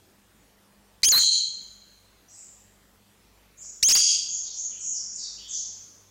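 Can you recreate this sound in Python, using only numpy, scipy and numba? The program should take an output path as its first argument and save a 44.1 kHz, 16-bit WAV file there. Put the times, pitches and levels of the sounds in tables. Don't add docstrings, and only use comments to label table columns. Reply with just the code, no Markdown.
import sys
import numpy as np
from scipy import signal
from scipy.fft import rfft, irfft
from scipy.io import wavfile
from scipy.ndimage import uniform_filter1d
from numba import njit

SR = 44100
rng = np.random.default_rng(int(sys.argv[2]) if len(sys.argv) > 2 else 0)


def to_wav(s):
    ch = np.atleast_2d(s).T
    pcm = np.round(np.clip(ch, -1, 1) * 32767)
    wavfile.write(sys.argv[1], SR, pcm.astype(np.int16))


def gain_from_db(level_db):
    decades = np.asarray(level_db, float) / 20
    return 10 ** decades


N = 269010


def evened(x):
    return x / np.sqrt(np.mean(x ** 2) + 1e-20)


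def read(points, hz):
    point_hz, value = np.transpose(points)
    return np.interp(np.log(hz + 1), np.log(point_hz + 1), value)


def add(mix, start_s, sound):
    part = mix[round(start_s * SR):][:len(sound)]
    part += sound[:len(part)]


def glide(length_s, first_hz, last_hz):
    return np.linspace(first_hz, last_hz, round(length_s * SR))


def unrolled(curve):
    point_s, point_hz = np.transpose(curve)
    t = np.arange(point_s[0], point_s[-1], 1 / SR)
    return t, np.interp(t, point_s, point_hz)


def whistle(hz, effort_db, pipe_hz, slope_db, rough, edge_s, size):
    shake = rng.standard_normal((8820, 2))
    shake = uniform_filter1d(shake, size=size, axis=0) * np.sqrt(size)
    shake = uniform_filter1d(shake, size=size // 2, axis=0)
    shake = shake[np.arange(len(hz)) % len(shake)]
    turns = np.cumsum(hz * (1 + rough * shake[:, 0])) / SR

    k = np.arange(1, 7)[:, None]
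    air_db = -5 * np.maximum(k * hz / 10000 - 1, 0) / .2
    octaves = np.log2(k * hz / pipe_hz)
    pipe_db = -slope_db * np.maximum(-octaves, 1.5 * octaves)
    weight = gain_from_db(air_db + pipe_db)
    lean = 1.4 * (k == 1)
    overtones = weight * np.sin(2 * np.pi * k * turns + lean)
    tone = overtones.sum(0) / np.linalg.norm(weight, axis=0)

    count = np.arange(len(hz))
    edge = np.minimum(count, count[::-1]) / (edge_s * SR)
    tremble = 1 + 2.0 * rough * shake[:, 1]
    return np.sqrt(2) * gain_from_db(effort_db) * tone * tremble * np.minimum(edge, 1)


# time_s, pitch_hz
FIRST_PITCH = [
    [(1.032, 2050), (1.038, 2400), (1.0435, 2550)],
    [(1.043, 2550), (1.046, 3200), (1.048, 2350), (1.051, 3100), (1.055, 2550), (1.0573, 3180)],
    [(1.057, 3180), (1.062, 3050), (1.070, 3190), (1.078, 3280), (1.088, 3260)],
    [(1.0875, 4400), (1.092, 5200)],
    [(1.0915, 6700), (1.102, 7100), (1.107, 7000), (1.110, 6150), (1.113, 6700), (1.1205, 5700)],
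    [(1.120, 4450), (1.140, 3950), (1.156, 4100), (1.170, 4220), (1.181, 4370), (1.192, 4230)],
]
# time_s, pitch_hz
SECOND_PITCH = [
    [(3.8268, 1750), (3.831, 2000), (3.838, 2800), (3.848, 3210), (3.858, 3120), (3.883, 3400),
     (3.885, 3800), (3.888, 3800)],
    [(3.886, 5050), (3.892, 5250), (3.898, 4700)],
    [(3.897, 3500), (3.902, 2950), (3.906, 3250), (3.9115, 2900)],
    [(3.911, 2600), (3.9223, 2600)],
    [(3.922, 2600), (3.929, 3225), (3.934, 3300), (3.939, 3190), (3.948, 3375), (3.952, 3600)],
    [(3.950, 4650), (3.955, 4850), (3.9635, 4800)],
    [(3.962, 3350), (3.966, 2830), (3.972, 2750), (3.977, 3250), (3.990, 3200)],
]
# full_effort_pitch_hz, full_effort_db, pipe_slope_db_per_octave, roughness_0_to_1
FIRST_VOICE = [(2700, 1, 11, .03), (2900, 4, 10, .06), (3100, 8, 9, .008), (4800, 5, 25, .03),
               (7000, 12, 25, .012), (4000, 8, 11, .009)]
SECOND_VOICE = [(3100, 8, 19, .018), (5100, 5, 25, .03), (3300, 3, 12, .1), (2600, 2, 13, .06),
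                (3100, 8, 17, .018), (4700, 7, 12, .035), (2900, 3, 15, .04)]
SAG_DB_PER_OCTAVE, SLACK_DB = 25.5, 7.5
SLACK_SLOPE_DB, SLACK_ROUGH = 10.5, .025
PIPE_LOWEST, REGISTER_HZ = .88, 3900
SWELL_DB, SWELL_S, FADE_DB, FADE_S = -12, .003, -21.5, .009


def near_bird():
    out = np.zeros(N)
    for curves, voices in ((FIRST_PITCH, FIRST_VOICE), (SECOND_PITCH, SECOND_VOICE)):
        start_s, end_s = curves[0][0][0], curves[-1][-1][0]
        for curve, (full_hz, full_db, slope_db, rough) in zip(curves, voices):
            t, hz = unrolled(curve)
            sag_db = SAG_DB_PER_OCTAVE * np.maximum(np.log2(full_hz / hz), 0)
            slack = np.minimum(sag_db / SLACK_DB, 1)
            swell_db = SWELL_DB * np.exp((start_s - t) / SWELL_S)
            fade_db = FADE_DB * np.exp((t - end_s) / FADE_S)
            effort_db = full_db - sag_db + swell_db + fade_db
            overtone = 2 if full_hz < REGISTER_HZ else 1
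            pipe_hz = overtone * np.maximum(hz, PIPE_LOWEST * full_hz)
            slope_now_db = slope_db + slack * (SLACK_SLOPE_DB - slope_db)
            rough_now = rough + SLACK_ROUGH * slack
            note = whistle(hz, effort_db, pipe_hz, slope_now_db, rough_now, edge_s=0.0001, size=30)
            add(out, t[0], note)
    return out


# start_s, length_s, first_pitch_hz, last_pitch_hz, effort_db
CHIRPS = [(2.266, 0.033, 4900, 8550, -48.5), (2.304, 0.033, 5920, 5030, -55),
          (2.31, 0.029, 8530, 6530, -44), (2.344, 0.074, 7620, 7270, -47.5), (3.557, .05, 6830, 7590, -43),
          (3.606, 0.033, 4700, 8000, -42), (3.625, 0.033, 6850, 6800, -39.5),
          (3.97, 0.041, 3353, 3297, -34.5), (4.258, 0.092, 6625, 6400, -29.5),
          (4.406, 0.044, 5920, 3260, -42.5), (4.492, 0.04, 4776, 7250, -36.5),
          (4.538, 0.08, 6550, 6807, -30.5), (4.686, 0.038, 3700, 2265, -51.5),
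          (4.777, 0.037, 7960, 5155, -33), (4.819, 0.061, 6800, 6483, -28),
          (4.915, 0.036, 6730, 4910, -29.5), (5.091, 0.041, 5790, 7570, -36), (5.139, .04, 8306, 4000, -34),
          (5.191, 0.034, 6630, 3460, -33.5), (5.361, 0.032, 2435, 3705, -46.5),
          (5.407, 0.067, 3413, 3330, -47.5), (5.467, 0.064, 7110, 5440, -31),
          (5.505, 0.058, 6705, 5866, -31.5), (5.498, 0.049, 5475, 4020, -42.5)]


def far_birds():
    out = np.zeros(N)
    for start_s, length_s, first_hz, last_hz, effort_db in CHIRPS:
        hz = glide(length_s, first_hz, last_hz)
        ends = np.linspace(-1, 1, len(hz)) ** 2
        rough = 0.0401 * (1 + 1.5 * ends)
        add(out, start_s, whistle(hz, effort_db - 4 * ends, hz, 34, rough, edge_s=0.01, size=80))
    return out


# frequency_hz, decay_to_minus_60_db_s
ROOM = [(1500, 0.46), (3200, 0.99), (4200, 0.91), (6500, 0.81), (8600, 0.68), (10000, 0.51), (12600, 0.62),
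        (15000, 0.45)]


def room(x, build_s, longer):
    hz, t, z = signal.stft(rng.standard_normal(2 * SR), SR, nperseg=256)
    fall_db = -60 * t / (longer * read(ROOM, hz)[:, None])
    next_room_db = -28.5 + 0.4 * fall_db
    tail = signal.istft(z * (gain_from_db(fall_db) + gain_from_db(next_room_db)), SR, nperseg=256)[1]
    tail = tail * (1 - np.exp(-np.arange(len(tail)) / (build_s * SR)))
    return signal.fftconvolve(x, tail / np.linalg.norm(tail))[:N]


# start_s, length_s, first_pitch_hz, last_pitch_hz, level_db
SQUEAK = (.33, .23, 7350, 6050, -78)
# start_s, peak_db, centre_hz
TICKS = [
    (1.021, -33, 6800),
    (2.959, -49, 1490),
    (3.649, -44, 1200),
]


def small_sounds():
    out, t = np.zeros(N), np.arange(200) / SR
    start_s, length_s, first_hz, last_hz, level_db = SQUEAK
    hz = glide(length_s, first_hz, last_hz)
    add(out, start_s, whistle(hz, level_db, hz, 30, 0.0062, edge_s=0.025, size=30))
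    for start_s, peak_db, centre_hz in TICKS:
        ring = np.exp(-t * centre_hz * 1.5) * np.sin(2 * np.pi * centre_hz * t)
        add(out, start_s, gain_from_db(peak_db) * ring)
    return out


# frequency_hz, density_db_per_hz
HISS = [(15, -21.5), (25, -17), (53, -8.5), (105, -9.5), (130, -11.5), (200, -5.5), (229, -10),
        (439, -10.5), (476, -12.5), (863, -15), (5000, -22), (14800, -25.5), (16000, -28.5)]
HISS_DB = -61
# frequency_hz, width_hz, level_db
HUM = [
    (51.6, 2.7, -68.5),
    (98.7, 4.3, -72),
    (202.4, 2.8, -72),
]


def background():
    hz = np.fft.rfftfreq(2048, 1 / SR)
    a, b, patches = rng.standard_normal((N // 512 + 5, 1025, 3)).T
    patches = uniform_filter1d(patches, size=20, axis=0)
    patches = evened(uniform_filter1d(patches, size=8, axis=1))
    z = (a + 1j * b) * gain_from_db(read(HISS, hz)[:, None] + 1.8 * patches)
    hiss = signal.istft(z, nperseg=2048, noverlap=1536)[1][:N]
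    out = gain_from_db(HISS_DB) * evened(hiss)

    fine_hz = np.fft.rfftfreq(N, 1 / SR)
    for tone_hz, width_hz, level_db in HUM:
        around = np.exp(-((fine_hz - tone_hz) / width_hz) ** 2)
        band = irfft(rfft(rng.standard_normal(N)) * around, N)
        steady = np.sin(2 * np.pi * tone_hz * np.arange(N) / SR)
        out = out + gain_from_db(level_db) * evened(evened(band) + 1.6 * steady)
    return out


def scene():
    near = gain_from_db(0.5) * near_bird()
    echo = gain_from_db(-11.0) * room(near, build_s=0.0013, longer=0.62)
    far = gain_from_db(1.5) * room(far_birds(), build_s=.022, longer=0.98)
    return (near + echo + far + background() + small_sounds())[None]


@njit
def follower(power, attack, release):
    out, held = np.empty_like(power), 0.
    for i in range(len(power)):
        held += (attack if power[i] > held else release) * (power[i] - held)
        out[i] = held
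    return out


def overloaded(dry):
    ceiling = .85
    fine = signal.resample_poly(dry, up=3, down=1, axis=1)
    flat = signal.resample_poly(np.clip(fine, -ceiling, ceiling), up=1, down=3, axis=1)
    return flat - 0.84 * uniform_filter1d(flat * (abs(dry) > ceiling), size=600)


def limited(x):
    attack_s, release_s = .0015, .011
    smooth = uniform_filter1d(x[0] ** 2, size=100)
    power = follower(smooth, 1 / (attack_s * SR), 1 / (release_s * SR))
    power_db = 10 * np.log10(power + 1e-12)
    return x / gain_from_db(0.94 * np.maximum(power_db + 18.0, 0))


# frequency_hz, band_floor_db_per_hz (under the moment's power),
# line_floor_db_per_hz
SILENCE_FLOORS = [(100, 80, -130), (300, 72, -118), (700, 68.5, -113), (1500, 68, -112), (2200, 70, -112),
                  (4500, 71, -114), (7500, 70, -116), (8800, 62, -111), (10500, 61, -110), (12600, 69, -111),
                  (15500, 66, -113)]


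def thinned(x):
    hz, t, z = signal.stft(x, SR, window="cosine", nperseg=1536, noverlap=768, scaling="psd")
    line = 2 * abs(z) ** 2
    band = np.repeat(line[:768].reshape(64, 12, -1).mean(1), 12, axis=0)
    band = np.vstack([band, band[-1:]])
    under_db = read([(row[0], row[1]) for row in SILENCE_FLOORS], hz)[:, None]
    faint_db = read([(row[0], row[2]) for row in SILENCE_FLOORS], hz)[:, None]
    total = line.sum(0) * hz[1]
    kept = (band > total * gain_from_db(-2 * under_db)) & (line > gain_from_db(2 * faint_db))
    kept &= hz[:, None] < 15870
    return signal.istft(z * kept, SR, window="cosine", nperseg=1536, noverlap=768, scaling="psd")[1][:N]


def top_cut(x):
    return signal.sosfilt(signal.butter(12, 16960, fs=SR, output="sos"), x)


def record(dry):
    mix = thinned(limited(overloaded(dry))[0])[None]
    return top_cut(mix)


dry = scene()
out = record(dry)
to_wav(out)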